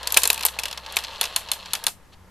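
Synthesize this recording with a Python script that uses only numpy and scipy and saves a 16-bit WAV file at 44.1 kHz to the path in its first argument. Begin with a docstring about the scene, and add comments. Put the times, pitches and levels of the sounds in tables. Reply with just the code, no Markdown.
"""Steel balls run down the plastic rails of a rolling ball clock, heard close up in a quiet room.
From the start they rumble over tiny bumps while the drive hums underneath. They bounce lightly, knock
against the turns, click together and tick on the rail wall; the room gives each hit a short bright tail.
From 1.2 seconds on, five balls bump one by one into the waiting row and make the end stop ring.
Near 1.9 seconds the rolling dies away, leaving the hum, a low drone and one soft scuff."""
import sys
import numpy as np
from scipy import signal
from scipy.fft import rfft, irfft
from scipy.io import wavfile
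from scipy.ndimage import uniform_filter1d

SR = 44100
rng = np.random.default_rng(int(sys.argv[2]) if len(sys.argv) > 2 else 0)


def generate_wav(signal):
    """Clip the signal to [-1, 1] and save it as 16-bit WAV at the path in sys.argv[1]."""
    frames = np.transpose(np.atleast_2d(signal))
    scaled = np.clip(frames, -1, 1) * 32767
    pcm = np.round(scaled).astype(np.int16)
    wavfile.write(sys.argv[1], SR, pcm)


N = 101429
HIT_TIME = np.arange(SR // 10) / SR  # seconds since a hit

# The thud, clack and treble of a hit. Each row: low edge in Hz, high edge in Hz, rise in seconds,
# fade in seconds, stereo width in dB, room echo in dB.
BANDS = [(530, 1880, 0.00086, 0.068, -24.5, -20.5), (2360, 5240, 0.00029, 0.03, -15, -19),
         (6070, 13370, 0.00019, 0.02, -6.5, -13.5)]
# The tone of the low rumble and of the bright grit. Each row: frequency in Hz, level in dB.
RUMBLE_TONE = [(200, -30.5), (330, -19), (480, -3), (680, -3.5), (1000, 0.5), (1350, -5), (2000, -7.5),
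               (4000, -33.5)]
GRIT_TONE = [(1000, -19), (2000, -21), (2600, -1), (4300, -1), (4900, -9), (14000, -29)]


def undb(db):
    """Turn decibels into a number to multiply by."""
    return 10 ** (np.asarray(db) / 20)


def unit(x):
    """Scale a sound to an average strength (rms) of 1."""
    return x / np.sqrt(np.mean(x ** 2))


def burst(x):
    """Scale a hit so that its first 4.7 milliseconds have a strength of 1."""
    return x / np.sqrt(np.mean(x[..., :int(0.0047 * SR)] ** 2, axis=-1, keepdims=True))


def curve(rows, column=1):
    """Join (seconds, dB) points into a volume that changes over time."""
    rows = np.array(rows)
    return undb(np.interp(np.arange(N) / SR, rows[:, 0], rows[:, column]))


def colour(x, points):
    """Turn frequencies up or down along (Hz, dB) points."""
    hz, db = np.array(points).T
    freqs = np.maximum(np.fft.rfftfreq(x.shape[-1], 1 / SR), 1)
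    return irfft(rfft(x) * undb(np.interp(np.log(freqs), np.log(hz), db)), x.shape[-1])


def band(x, low, high):
    """Keep the frequencies between low and high."""
    return signal.sosfilt(signal.butter(2, [low, high], "band", fs=SR, output="sos"), x)


def spread(pair, width_db):
    """Make stereo: one signal sits in the middle, the other adds width."""
    return pair[0] + undb(width_db) * pair[1] * np.array([[1], [-1]])


def fade(t, fade_s):
    """Die away by 60 dB in fade_s seconds."""
    return np.exp(-np.log(1000) * t / fade_s)


def add(track, start, sound):
    """Mix a sound in at a start time in seconds."""
    i = int(start * SR)
    track[:, i:i + sound.shape[-1]] += sound[..., :N - i]


def cluster(hz, width_hz, fade_s, scatter):
    """Twelve close tones fade together; with little scatter they start in step. High ones sound wider."""
    pitches = hz + width_hz * (rng.random((12, 2, 1)) - 1 / 2)
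    cycles = pitches * HIT_TIME + scatter * rng.random((12, 2, 1))
    pair = burst(np.sin(2 * np.pi * cycles).sum(axis=0) * fade(HIT_TIME, fade_s))
    low, high, _, _, width_db, _ = np.array(BANDS).T
    return spread(pair, np.interp(hz, (low + high) / 2, width_db))


def resonate(tones):
    """A plastic part rings in a few narrow groups of tones."""
    return burst(sum(undb(db) * cluster(hz, 0.061 * hz, fade_s, scatter=0.53) for hz, db, fade_s in tones))


def frame_ring():
    """The plastic frame rings, struck at a random spot."""
    # The frame's own tones. Each row: pitch in Hz, level in dB, fade in seconds.
    tones = [(684.7, -9.5, 0.14), (901, 3.5, 0.063), (1005.3, 3.5, 0.062), (1612, 8.5, 0.048),
             (2598, -4.5, 0.088), (3396, -4.5, 0.072), (4264, 5, 0.016), (7270, 3, 0.032),
             (10660, 12, 0.0069)]
    phases = rng.uniform(0, 2 * np.pi, (len(tones), 2, 1))
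    return sum(undb(db) * fade(HIT_TIME, fade_s) * np.sin(2 * np.pi * hz * HIT_TIME + phase)
               for (hz, db, fade_s), phase in zip(tones, phases))


def roll(tone, bumps_per_s, width_db, ring_db, smear_s):
    """Tiny uneven bumps under the rolling balls shake the frame."""
    sizes = undb(4 * np.clip(rng.standard_normal(N), -2, 2))
    bumps = (rng.random(N) < bumps_per_s / SR) * sizes
    smeared = signal.lfilter([1], [1, -np.exp(-1 / (smear_s * SR))], bumps)
    shaking = smeared * rng.standard_normal((2, N))
    ringing = signal.fftconvolve(shaking, frame_ring(), axes=1)[:, :N]
    both = unit(shaking) + undb(ring_db) * unit(ringing)
    return spread(unit(colour(both, tone)), width_db)


def rolling():
    """The running balls make a hollow rumble and a fine gritty rattle."""
    # How loud the rolling is. Each row: time in seconds, rumble in dB, grit in dB.
    levels = [(0, -39.5, -43), (.13, -40, -41), (.29, -40.5, -39.5), (.51, -44.5, -45), (.68, -43.5, -43.5),
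              (.82, -47.5, -50), (.9, -40, -41.5), (1.13, -41, -40), (1.48, -45, -43.5),
              (1.73, -46.5, -43.5), (1.85, -43, -48.5), (1.9, -61, -69), (2.3, -59, -93)]
    rumble = roll(RUMBLE_TONE, bumps_per_s=2000, width_db=-22, ring_db=-15, smear_s=0.0024)
    grit = roll(GRIT_TONE, bumps_per_s=2200, width_db=-16.5, ring_db=-12, smear_s=0.00033)
    return rumble * curve(levels, column=1) + grit * curve(levels, column=2)


def wander(turns_per_s):
    """A value that drifts smoothly at random, with a strength of 1."""
    step = int(SR / turns_per_s)
    stairs = np.repeat(rng.standard_normal(N // step + 1), step)
    return unit(uniform_filter1d(stairs, step)[:N])


def wavering_tone(hz, waver_db):
    """A pure tone whose volume and pitch drift a little."""
    volume = np.sqrt(2) * undb(waver_db * wander(12))
    pitch = hz * (1 + 0.0166 * wander(17))
    return volume * np.sin(2 * np.pi * np.cumsum(pitch) / SR)


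def drive():
    """The drive hums, along with a low wavering drone and its faint overtone."""
    # How loud the hum and the drone are. Each row: time in seconds, level in dB.
    hum_levels = [(0, -48.5), (.35, -50), (1.48, -55), (1.9, -65.5), (2.3, -58)]
    drone_levels = [(0, -74.5), (1.8, -61), (2.15, -63.5), (2.23, -49), (2.3, -65)]
    hum = curve(hum_levels) * wavering_tone(hz=64.2, waver_db=0.7)
    drone = curve(drone_levels) * wavering_tone(hz=91, waver_db=2.5)
    overtone = undb(-64.5) * wavering_tone(hz=186, waver_db=2.5)
    return hum + drone + overtone


def air():
    """Still room air makes a faint, deep rush."""
    # Each row: frequency in Hz, level in dB.
    tone = [(25, 2), (54, -10), (96, -6.5), (187, -9), (353, -14.5), (14000, -35)]
    return undb(-54) * spread(unit(colour(rng.standard_normal((2, N)), tone)), width_db=-6)


def strike(thud_db, clack_db, treble_db):
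    """Steel hits plastic: a noisy crack, quickest in the treble, and the frame's ring."""
    out, ring = 0, undb(-19) * frame_ring()
    for (low, high, rise_s, fade_s, width_db, _), db in zip(BANDS, (thud_db, clack_db, treble_db)):
        noise = rng.standard_normal((2, len(HIT_TIME))) * fade(HIT_TIME, fade_s)
        crack = (noise + ring) * (1 - np.exp(-HIT_TIME / rise_s))
        out = out + undb(db) * spread(burst(band(crack, low, high)), width_db)
    return out


def taps():
    """Balls bounce lightly on the rails, each time with a small crack."""
    # Each row: start in seconds, level in dB, treble in dB compared with that level.
    bounces = [(.0305, -32.5, -8), (.1036, -30.5, -7), (.1788, -21.5, -16), (.2183, -28.5, -2),
               (.2384, -23.5, 0.5), (.3433, -32, 4), (.4262, -31, -3), (.4327, -24.5, -6),
               (.4834, -27, -12), (.596, -29.5, 0), (.6347, -25, -3), (.6557, -25, -8), (.682, -32.5, -5),
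               (.7116, -30.5, -7), (.7276, -29, -9.5), (.775, -29.5, -10), (0.8624, -33, -15),
               (0.923, -37.5, 1), (.9598, -50, 17), (.9876, -27, -6), (1.0381, -30.5, -8.5),
               (1.0468, -29, -22), (1.2303, -26, -7), (1.2389, -24.5, -4), (1.2536, -26.5, -10),
               (1.3729, -34, -11), (1.487, -33.5, -16), (1.534, -30.5, -3.5), (1.658, -35, -15),
               (1.7517, -25, -6), (1.8392, -31, 2), (1.8815, -28.5, -4)]
    out = np.zeros((2, N))
    for start, db, treble_db in bounces:
        add(out, start, undb(db) * strike(thud_db=-9.5, clack_db=0, treble_db=treble_db))
    return out


def knocks():
    """Hard knocks ring both the part they hit and the clock's hollow plastic body."""
    # Each row: start in seconds, level in dB, thud in dB, treble in dB, ring pitch in Hz, ring in dB,
    # second ring in dB. Thud, treble and rings are compared with the row's level.
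    hits = [(.0729, -25.5, -14, 3, 4450, 3.5, -10.5), (.1226, -32.5, -6, 10, 11740, 13, -19),
            (.1436, -23, -14, 1.5, 4000, 1, -5.5), (0.166, -26.5, 4.5, -1.5, 2600, -12, -4.5),
            (0.1713, -11, -9.5, 6, 2470, 2.5, -10), (0.2338, -22, -9, 6.5, 4400, -3, -9.5),
            (0.2541, -21.5, -6.5, 1.5, 4250, -1.5, -8), (0.3019, -19.5, -6, 6, 2600, 5, 4.5),
            (0.4512, -22.5, -4, 0, 12100, 8.5, -22), (0.5886, -26.5, -8, -2.5, 2480, 4, -23),
            (.968, -19.5, -8.5, 0.5, 2450, 1, -3.5)]
    # The body's own tones. Each row: pitch in Hz, level in dB, fade in seconds.
    body_tones = [(462.3, -3.5, 0.064), (723, 1.5, 0.017), (930, 3, 0.035)]
    out = np.zeros((2, N))
    for start, db, thud_db, treble_db, hz, ring_db, second_db in hits:
        ring = undb(ring_db) * cluster(hz, width_hz=300, fade_s=0.023, scatter=0.44)
        second_ring = undb(second_db) * cluster(1.5 * hz, width_hz=300, fade_s=0.023, scatter=0.44)
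        body = undb(thud_db - 3) * resonate(body_tones)
        crack = strike(thud_db, 0, treble_db)
        add(out, start, undb(db) * (crack + ring + second_ring + body))
    return out


def clicks():
    """Two steel balls meet with a bright click and jolt the rail below."""
    # Each row: start in seconds, level in dB, middle pitch in Hz.
    meetings = [(0.275, -15, 10150), (0.3301, -19, 12500), (0.4553, -17, 11340), (0.463, -16, 9410)]
    out = np.zeros((2, N))
    for start, db, hz in meetings:
        steel = cluster(hz, width_hz=5800, fade_s=0.013, scatter=1)
        rail = strike(thud_db=-20.5, clack_db=-10.5, treble_db=-10.5)
        add(out, start, undb(db) * (steel + rail))
    return out


def ticks():
    """A rolling ball ticks against the rail wall and makes it ring."""
    # Each row: start in seconds, level in dB.
    touches = [(0.3593, -41.5), (0.3774, -30.5), (0.3928, -35), (0.4087, -29), (0.6552, -32)]
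    out = np.zeros((2, N))
    for start, db in touches:
        ring = cluster(hz=2630, width_hz=300, fade_s=0.014, scatter=0.17)
        crack = strike(thud_db=-9.5, clack_db=-1, treble_db=-2.5)
        add(out, start, undb(db) * (ring + crack))
    return out


def arrivals():
    """Each arriving ball cracks against the waiting row and rings the same end stop."""
    # Each row: start in seconds, level in dB, ring in dB compared with that level.
    bumps = [(1.212, -23, 7), (1.362, -23, 7), (1.5164, -26, 9.5), (1.7342, -24.5, 6.5), (1.8668, -21.5, 7)]
    # The end stop's own tones. Each row: pitch in Hz, level in dB, fade in seconds.
    stop_tones = [(3035, -3, 0.046), (3515, 3, 0.053), (4230, 4.5, 0.034), (6750, -1, 0.022),
                  (9480, 4, 0.026), (10900, -2, 0.032)]
    out = np.zeros((2, N))
    for start, db, ring_db in bumps:
        crack = strike(thud_db=-5.5, clack_db=0, treble_db=3.5)
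        add(out, start, undb(db) * (crack + undb(ring_db) * resonate(stop_tones)))
    return out


def scuff():
    """The mechanism scuffs once: a soft, short puff of noise."""
    peak_s, swell_s = 2.136, 0.011
    grit = unit(colour(rng.standard_normal(N), GRIT_TONE))
    rumble = unit(colour(rng.standard_normal(N), RUMBLE_TONE))
    swell = np.exp(-((np.arange(N) / SR - peak_s) / swell_s) ** 2)
    return undb(-50) * swell * (grit + rumble / 2)


def room(x):
    """Nearby walls scatter the thud, clack and treble into a short, blurred echo."""
    t = np.arange(SR // 2) / SR
    build_s, fade_s = 0.0095, 0.17
    tail = (fade(t, fade_s) * (1 - np.exp(-(t / build_s) ** 2))) ** 2
    out = 0
    for low, high, *_, echo_db in BANDS:
        energy = signal.fftconvolve(band(x.mean(axis=0), low, high) ** 2, tail / tail.sum())[:N]
        noise = unit(band(rng.standard_normal((2, N)), low, high))
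        out = out + undb(echo_db) * np.sqrt(np.abs(energy)) * noise
    return spread(out, width_db=-5.5)


def scene():
    """The clock stands a little to the left; its front rails echo less than its end stop."""
    front = rolling() + taps() + knocks() + clicks() + ticks()
    far = arrivals()
    echo = room(undb(-1.5) * front + undb(1) * far)
    lean_left = undb([[0.55], [-0.55]])
    return (front + far + echo + drive() + air() + scuff()) * lean_left


def record(dry):
    """Flatten any peaks that are too loud, then cut the treble above 14000 Hz."""
    lowpass = signal.ellip(8, .3, 80, 14000, fs=SR, output="sos")
    return signal.sosfilt(lowpass, np.clip(dry, -1, 1))


dry = scene()
out = record(dry)
generate_wav(out)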